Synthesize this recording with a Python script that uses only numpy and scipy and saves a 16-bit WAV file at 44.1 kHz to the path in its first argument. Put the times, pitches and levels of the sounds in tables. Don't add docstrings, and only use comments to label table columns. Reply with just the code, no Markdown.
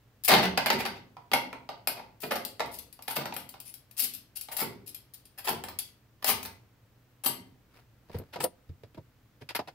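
import sys
import numpy as np
from scipy import signal
from scipy.fft import rfft, irfft, next_fast_len
from scipy.io import wavfile

SR = 44100
rng = np.random.default_rng(int(sys.argv[2]) if len(sys.argv) > 2 else 0)


def write(x):
    x = np.atleast_2d(x).T
    wavfile.write(sys.argv[1], SR, np.round(np.clip(x, -1, 1) * 32767).astype(np.int16))


N = 429534
RING = int(.35 * SR)


def undb(db):
    return 10 ** (np.asarray(db) / 20)


def curve(points, hz):
    points = np.asarray(points)
    return np.interp(np.log(hz + 1), np.log(points[:, 0]), points[:, 1])


def freqs(size):
    return np.fft.rfftfreq(size, 1 / SR)


def response(points, size=2048):
    cepstrum = irfft(np.log(undb(curve(points, freqs(size)))))
    cepstrum[1:size // 2] *= 2
    cepstrum[size // 2 + 1:] = 0
    return irfft(np.exp(rfft(cepstrum)))


def convolve(x, h):
    return signal.fftconvolve(np.atleast_2d(x), np.atleast_2d(h), axes=1)[:, :x.shape[-1]]


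def unit(x):
    return x / np.sqrt(np.sum(x ** 2, axis=-1, keepdims=True) + 1e-30)


def fade(t60, size=RING):
    return np.exp(-np.log(1000) * np.arange(size) / SR / t60)


# frequency in Hz, side level relative to mid in dB.
STEREO_WIDTH = [(60, -12.5), (150, -16.5), (300, -12), (600, -7), (1100, -5.5), (4000, -1.5)]

def stereo(pair):
    size = next_fast_len(pair.shape[1] + 2048)
    width = undb(curve(STEREO_WIDTH, freqs(size)))
    mid, side = rfft(pair, size) / np.sqrt(1 + width ** 2)
    return irfft(np.array([mid + width * side, mid - width * side]), size)[:, :pair.shape[1]]


# frequency in Hz, relative spectral density in dB.
HISS_SPECTRUM = [(15, -39), (25, -14), (86, -10.5), (122, 2.5), (144, -12.5), (331, -14.5), (368, -23),
                 (410, -18), (445, -18.5), (782, -24), (1660, -26), (5010, -34.5), (10100, -40.5),
                 (15500, -33)]

def hiss(level_db=-63):
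    noise = convolve(rng.standard_normal((2, N)), response(HISS_SPECTRUM))
    return stereo(unit(noise) * np.sqrt(N)) * undb(level_db)


# frequency in Hz, RMS level in dB about which it wavers.
HUM_TONES = [(112.5, -81), (61, -75)]

def appliance_hum(waver_db=1.4):
    t = np.arange(N) / SR
    waver = np.interp(t, np.linspace(0, N / SR, 40), rng.standard_normal(40))
    hum = sum(np.sqrt(2) * undb(db) * np.sin(2 * np.pi * hz * t) for hz, db in HUM_TONES)
    return hum * undb(waver_db * waver)


def chatter(length_s, first_hit=2.4, slide_s=0.016, swell=0.54, contacts_per_s=1400, scatter_db=6):
    chance = np.random.default_rng(rng.integers(2 ** 31))
    gaps, sizes = chance.exponential(size=200), chance.standard_normal((2, 200))
    length_s = np.clip(length_s, .001, .1)
    at = np.cumsum(gaps) / contacts_per_s
    slide = min((length_s / slide_s) ** 2, 1)
    hump = 1 - swell * np.cos(np.pi * at / length_s) ** 2
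    envelope = slide * hump + (1 - slide) * np.exp(-at / length_s)
    force = np.sign(sizes[0]) * undb(scatter_db * sizes[1]) * envelope
    train = np.zeros(RING)
    np.add.at(train, (at[at < length_s] * SR).astype(int), force[at < length_s])
    train[0] += first_hit * (1 - slide) + .5
    return train


def contact_noise(train, decay, repeat=.55):
    same = convolve(rng.standard_normal((2, RING)) * decay, train)
    fresh = rng.standard_normal((2, RING)) * np.sqrt(np.abs(convolve(train ** 2, decay ** 2)))
    return np.sqrt(repeat) * unit(same) + np.sqrt(1 - repeat) * unit(fresh)


def strike_point(x, hz, width, lift_db):
    b, a = signal.iirpeak(hz, 1 / width, fs=SR)
    return x + (undb(lift_db) - 1) * signal.lfilter(b, a, x)


def struck_part(touches, levels_db, modes, spectrum, noise_t60, ring_db,
                peak_hz=None, width=.2, lift_db=8, detune=0.012, fade_speed=1):
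    hz, db, t60 = np.transpose(modes)
    colour, noise_fade, ring_fade = response(spectrum), fade(noise_t60), fade(t60[:, None] / fade_speed)
    tuned_phase = (2 * np.pi * hz[:, None] * np.arange(RING) / SR).astype(np.float32)
    ring_gains = undb(ring_db + np.zeros(len(touches)))
    out = np.zeros((2, N + RING))
    for k, (start_s, train) in enumerate(touches):
        weights = undb(db + 2 * rng.standard_normal((2, len(hz)))) * rng.choice([-1, 1], (2, len(hz)))
        phase = tuned_phase * (1 + detune * rng.standard_normal((len(hz), 1))).astype(np.float32)
        ring = np.array([weights[0] @ (np.sin(phase) * ring_fade),
                         weights[1] @ (np.cos(phase) * ring_fade)])
        crack = convolve(contact_noise(train, noise_fade), colour)
        blow = convolve(train, colour)
        sound = unit(crack) + ring_gains[k] * unit(convolve(ring, blow))
        if peak_hz is not None:
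            sound = strike_point(sound, peak_hz[k], width, lift_db)
        start = int(start_s * SR)
        out[:, start:start + RING] += unit(sound) * undb(levels_db[k]) * np.sqrt(SR / 100)
    return out[:, :N]


# frequency in Hz, relative level in dB, t60 in seconds at a fade_speed of 1.
RACK_MODES = [(185, -1.5, 0.35), (218, 0.5, 0.06), (261, 0.5, .2), (327, 1, .16), (337, -2, 0.072),
              (456.5, 3.5, 0.28)]
BASKET_MODES = [(540, 0.5, 0.054), (628, -6.5, 0.16), (690, -3.5, 0.048), (811, -1, .05), (900, -2.5, 0.24),
                (954, 5, 0.17), (993, -3, 0.26)]
HANDLE_MODES = [(1362, 1.5, 0.063), (1614, -7, 0.059), (1999, 3.5, 0.29), (2135, 5.5, .12),
                (2325, 1, 0.033), (2710, -9, .18), (2960, 1, 0.068), (3330, -0.5, 0.13), (4550, -3, 0.14)]
TINE_MODES = [(2750, -7, .06), (3290, -4, .06), (4620, -6, .06), (5750, -6, .06), (7440, -1, .13),
              (8200, -1, .11), (9210, -3, .2), (9800, -2, .1), (10480, -2, .13), (11000, -1, .17),
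              (11270, -1, .14), (11490, 0, .16), (11660, 0, .14), (12030, -2, .11), (12550, -1, .12),
              (13200, -1, .15), (13770, 0, .15), (13940, 0, .11), (14300, -1, .11), (14570, -1, .13),
              (15200, -1, .13)]
# frequency in Hz, relative level in dB.
RACK_SPECTRUM = [(30, -36.5), (70, -7.5), (130, -7), (190, -1), (300, 0.5), (440, -2.5), (600, -14),
                 (1500, -63.5)]
BASKET_SPECTRUM = [(150, -41), (400, -11), (540, -6.5), (780, -1), (980, -9.5), (1200, -7), (2500, -41.5)]
HANDLE_SPECTRUM = [(500, -42.5), (1000, -10), (1350, -2), (1750, -1.5), (2200, -0.5), (3000, -2),
                   (4000, -4.5), (5200, -8), (6500, -13.5), (12000, -22)]
TINE_SPECTRUM = [(600, -55), (1600, -30.5), (2400, -14), (3300, -12), (4800, -12), (6600, -12.5),
                 (8500, -8), (10000, -4), (11700, -5), (15300, -7)]
# start in seconds, rack level in dB, handle lift in dB,
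# peak frequencies of basket, handle and tines in Hz, tine ring over contact noise in dB.
FORK_LANDINGS = [(.311, -21.5, 2, 765, 2210, 13300, -13), (0.729, -31, 2.5, 830, 2310, 13500, -8),
                 (1.313, -43, 0.5, 960, 2300, 12130, -7.5), (1.873, -54.5, -1.5, 887, 2550, 12700, 1),
                 (2.231, -36.5, -2, 700, 1800, 14500, 5), (2.628, -46.5, 0, 880, 1980, 12700, 3),
                 (3.165, -37, -0.5, 883, 3130, 14200, -0.5), (4.02, -50.5, 1.5, 900, 4000, 12100, -5),
                 (4.615, -35, -2, 860, 2090, 14000, 0), (5.492, -35.5, -1.5, 973, 1860, 14600, -2.5),
                 (6.277, -39.5, -0.5, 1000, 3120, 14670, -5.5), (7.253, -38, -2, 950, 4420, 11900, 1.5)]
# start and length in seconds, basket and tine levels in dB.
BASKET_STRIKES = [(.279, 0.014, -30, -15), (.287, 0.035, -17, -26.5), (0.31, 0.041, -17, -22),
                  (0.361, 0.045, -22.5, -37), (0.424, 0.036, -27, -31), (0.575, 0.0051, -24, -32),
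                  (0.66, 0.0098, -27, -26.5), (0.685, 0.0022, -46, -53), (0.702, 0.0056, -22.5, -32),
                  (0.726, 0.01, -40, -34), (0.782, 0.034, -34.5, -33.5), (0.852, 0.014, -33, -34.5),
                  (0.956, 0.025, -50.5, -58), (1.168, 0.0053, -44.5, -96.5), (1.316, 0.0084, -33.5, -39.5),
                  (1.334, 0.0043, -21.5, -23), (1.529, 0.0034, -40, -55), (1.69, 0.0059, -36, -55),
                  (1.873, 0.0014, -33, -21), (1.967, 0.043, -40, -61), (2.23, 0.014, -36, -36.5),
                  (2.308, 0.014, -26.5, -31), (2.355, 0.0091, -34.5, -33), (2.596, 0.0032, -35.5, -44.5),
                  (2.604, 0.0031, -27.5, -48), (2.659, 0.0078, -55, -47), (2.991, 0.0029, -50.5, -80),
                  (3.079, 0.0077, -36.5, -31.5), (3.1, 0.018, -43, -29.5), (3.156, 0.015, -47, -27),
                  (3.162, 0.01, -32.5, -30.5), (3.197, 0.047, -39, -51), (3.256, 0.0048, -36.5, -41),
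                  (3.324, 0.0037, -38, -58), (3.365, 0.0013, -42.5, -31), (3.54, 0.0034, -50, -59),
                  (4.486, 0.0043, -45.5, -50.5), (4.513, 0.018, -45, -32), (4.567, 0.0067, -47, -24.5),
                  (4.582, 0.028, -37.5, -22.5), (4.612, 0.023, -35.5, -31), (5.377, 0.016, -51, -36),
                  (5.44, .028, -47, -32), (5.47, 0.022, -27, -29), (5.489, 0.0054, -52, -24),
                  (5.638, 0.0032, -41, -37), (5.685, 0.003, -44.5, -39), (6.224, 0.0073, -45.5, -45.5),
                  (6.244, 0.0046, -35, -23), (6.257, 0.044, -35.5, -18.5), (6.278, 0.036, -28.5, -16),
                  (6.429, 0.0036, -53, -35), (6.451, 0.0085, -44.5, -34), (7.237, 0.013, -46.5, -26.5),
                  (7.253, 0.022, -34.5, -17.5), (7.292, 0.018, -54, -34)]
# start and length in seconds, tine level in dB, tine peak in Hz.
HAND_CLINKS = [(0.237, 0.0082, -33.5, 12200), (0.246, 0.013, -21.5, 12800), (2.203, 0.033, -35.5, 14300),
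               (2.45, .0044, -29, 13600), (2.713, 0.06, -35, 9800), (2.785, 0.012, -34, 12300),
               (2.927, 0.0024, -43, 11800), (3.023, 0.0049, -41, 13100), (3.34, .005, -38, 13800),
               (3.385, .03, -42, 12330), (3.491, .004, -39, 14600), (3.602, 0.0031, -37.5, 15240),
               (3.652, .052, -37.5, 10400), (3.74, .0033, -39, 12700), (3.911, 0.0034, -46.5, 11800),
               (3.967, 0.043, -24.5, 9600), (3.994, 0.013, -18, 13000), (4.02, .035, -19.5, 12000),
               (4.135, 0.019, -31.5, 12000), (4.354, 0.025, -29.5, 11840), (4.411, 0.0025, -32.5, 11700),
               (4.862, 0.035, -35.5, 11460), (4.946, 0.005, -35, 11800), (5.137, 0.011, -40, 14300),
               (5.254, 0.0068, -48.5, 9250), (5.788, 0.0068, -24, 11360)]

def forks(basket_to_rack_db=-15, handle_share=0.25, landing_chatter_s=0.016):
    landing_s, landing_db = np.transpose(FORK_LANDINGS)[:2]
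    strikes = [(*row, *FORK_LANDINGS[np.argmin(np.abs(landing_s - row[0]))][2:])
               for row in BASKET_STRIKES]
    leak_db, leak_hz, held_handle_hz, free_ring_db = -36.5, 800, 3400, -6
    clinks = [(start, length, db + leak_db, db, 0, leak_hz, held_handle_hz, hz, free_ring_db)
              for start, length, db, hz in HAND_CLINKS]
    (start_s, length_s, basket_db, tine_db, handle_lift_db,
     basket_hz, handle_hz, tine_hz, tine_ring_db) = np.transpose(strikes + clinks)
    handle_db = basket_db + handle_share * (tine_db - basket_db) + handle_lift_db
    rack_db = np.append(landing_db, basket_db + basket_to_rack_db)
    touches = [(start, chatter(length)) for start, length in zip(start_s, length_s)]
    landings = [(start, chatter(landing_chatter_s)) for start in landing_s]
    rack = struck_part(landings + touches, rack_db, RACK_MODES, RACK_SPECTRUM,
                       noise_t60=0.15, ring_db=-7.5, detune=0.007)
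    basket = struck_part(touches, basket_db, BASKET_MODES, BASKET_SPECTRUM, noise_t60=0.026,
                         ring_db=-7.5, peak_hz=basket_hz, width=.2, lift_db=6, detune=.02)
    handles = struck_part(touches, handle_db, HANDLE_MODES, HANDLE_SPECTRUM, noise_t60=0.0096,
                          ring_db=-10, peak_hz=handle_hz, width=0.31, lift_db=2, detune=.02)
    tines = struck_part(touches, tine_db, TINE_MODES, TINE_SPECTRUM, noise_t60=.022,
                        ring_db=tine_ring_db, peak_hz=tine_hz, width=0.086, lift_db=7, detune=0.016)
    return rack + basket + handles + tines


# frequency in Hz, reverberation time in seconds, echo level in dB.
KITCHEN_DECAY = [(102, 1, 5), (260, 0.76, 2), (745, 0.39, -0.5), (1800, 0.37, 1), (4700, 0.34, 0.5),
                 (13100, 0.23, -7)]

def kitchen_echo(x, size=32768, first_reflection_s=0.0013):
    table = np.array(KITCHEN_DECAY)
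    centres_hz = 60 * 2 ** (np.arange(17) / 2)
    band = np.argmin(np.abs(np.log((freqs(size)[:, None] + 1) / centres_hz)), axis=1)
    noise, echo = rfft(rng.standard_normal((2, size))), 0
    for k, hz in enumerate(centres_hz):
        t60, level_db = curve(table[:, :2], hz), curve(table[:, ::2], hz)
        tail = unit(fade(t60, size) * (np.arange(size) > first_reflection_s * SR))
        echo = echo + irfft(noise * (band == k)) * tail * undb(level_db)
    return convolve(x, stereo(echo))


# centre and half length in seconds, level in dB.
CLOTH_RUSTLES = [(7.773, 0.049, -58), (8.148, 0.029, -53.5), (8.188, 0.11, -62.5)]
# frequency in Hz, relative level in dB.
CLOTH_SPECTRUM = [(100, 2), (400, -1), (1800, -4.5), (4500, -13.5), (7000, -20), (15000, -16)]

def clothes(grain_db=4, grain_samples=100):
    t = np.arange(N) / SR
    swells = sum(undb(db) * np.exp(-((t - centre) / half) ** 2) for centre, half, db in CLOTH_RUSTLES)
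    noise = rng.standard_normal((2, N))
    roughness = np.repeat(rng.standard_normal(N // grain_samples + 1), grain_samples)[:N]
    rubbing = convolve(noise * undb(grain_db * roughness), response(CLOTH_SPECTRUM))
    return stereo(unit(rubbing) * np.sqrt(N)) * swells


# frequency in Hz, relative level in dB, t60 in seconds.
DOOR_MODES = [(86.6, -1.5, 0.094), (146.1, -6.5, 0.098)]
# frequency in Hz, relative level in dB.
DOOR_SPECTRUM = [(25, -5), (55, -11), (100, 9.5), (160, 5), (260, -34), (900, -103)]
HOLLOW_SPECTRUM = [(150, -26.5), (330, 4), (450, 0.5), (750, 0), (1000, -7), (1300, -6), (2500, -55)]
# start and length in seconds, thud, basket and handle levels in dB,
# basket peak in Hz.
DRY_KNOCKS = [(8.096, .002, -52, -49, -60.5, 570), (8.141, .0085, -31, -40, -50.5, 560),
              (8.162, 0.06, -38.5, -44, -58, 530), (8.326, 0.025, -82.5, -45.5, -41, 667),
              (8.356, 0.011, -57.5, -34.5, -42.5, 670), (8.38, 0.026, -42, -45, -54, 540),
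              (8.4, 0.011, -45.5, -34, -34.5, 900), (8.43, 0.027, -49.5, -23.5, -38.5, 533),
              (8.689, 0.0076, -36, -64.5, -65, 538), (8.834, 0.00388, -48, -51, -57, 559),
              (8.945, 0.00325, -58.5, -58, -58, 520), (8.971, 0.0091, -43, -44.5, -60, 550),
              (9.407, 0.014, -45.5, -50, -51, 580), (9.489, .002, -80, -53, -37.5, 700),
              (9.502, 0.0064, -65, -43.5, -41.5, 900), (9.549, 0.014, -59, -33, -28.5, 1160),
              (9.589, 0.005, -53, -29.5, -38.5, 760), (9.673, .018, -63, -41, -45, 674)]
# start and length in seconds, level in dB, peak in Hz.
STEEL_PINGS = [(8.184, 0.0041, -43, 13200), (8.402, 0.03, -31.5, 8100), (8.43, 0.019, -21.5, 9600),
               (9.548, 0.016, -30.5, 12800)]

def knocks(tine_hz=11500, handle_hz=1430, rack_offset_db=-1, handle_to_tine_db=-11.5):
    start_s, length_s, thud_db, basket_db, handle_db, basket_hz = np.transpose(DRY_KNOCKS)
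    ping_s, ping_length_s, ping_db, ping_hz = np.transpose(STEEL_PINGS)
    push = dict(first_hit=1.43, slide_s=0.0049, swell=0.25, contacts_per_s=1700)
    touches = [(start, chatter(length, **push)) for start, length in zip(start_s, length_s)]
    pings = [(start, chatter(length, **push)) for start, length in zip(ping_s, ping_length_s)]
    rack_db = (thud_db + basket_db) / 2 + rack_offset_db
    steel_db = np.append(handle_db + handle_to_tine_db, ping_db)
    steel_hz = np.append([tine_hz] * len(touches), ping_hz)
    door = struck_part(touches, thud_db, DOOR_MODES, DOOR_SPECTRUM,
                       noise_t60=0.08, ring_db=7.5, detune=0.016)
    rack = struck_part(touches, rack_db, RACK_MODES, RACK_SPECTRUM,
                       noise_t60=0.2, ring_db=8, fade_speed=7.1)
    basket = struck_part(touches, basket_db, BASKET_MODES, HOLLOW_SPECTRUM, noise_t60=0.074,
                         ring_db=-4.5, peak_hz=basket_hz, width=0.48, lift_db=17.5, fade_speed=3.1)
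    handles = struck_part(touches, handle_db, HANDLE_MODES, HANDLE_SPECTRUM, noise_t60=0.077,
                          ring_db=-52, peak_hz=[handle_hz] * len(touches),
                          width=0.37, lift_db=3, fade_speed=0.8)
    tines = struck_part(touches + pings, steel_db, TINE_MODES, TINE_SPECTRUM, noise_t60=.02,
                        ring_db=-4, peak_hz=steel_hz, width=.06, lift_db=11, fade_speed=2)
    return door + rack + basket + handles + tines


# frequency in Hz, gain in dB.
RIGHT_MIC_RESPONSE = [(200, 1.5), (700, 0), (1300, -0.5), (2500, -0.5), (3500, -3), (5000, 5.5),
                      (5600, -4.5), (6500, -7.5), (8400, -18), (9800, -10.5), (15000, -17)]

def scene(knock_echo_db=-24):
    cutlery, bumps = stereo(forks()), stereo(knocks())
    left, right = cutlery + bumps + clothes() + kitchen_echo(cutlery + undb(knock_echo_db) * bumps)
    dull_right = convolve(right, response(RIGHT_MIC_RESPONSE))[0]
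    return np.array([left, dull_right]) + hiss() + appliance_hum()


def record(dry):
    cutoff_hz = 15700
    return signal.sosfilt(signal.ellip(10, .2, 70, cutoff_hz, fs=SR, output="sos"), dry)


dry = scene()
out = record(dry)
write(out)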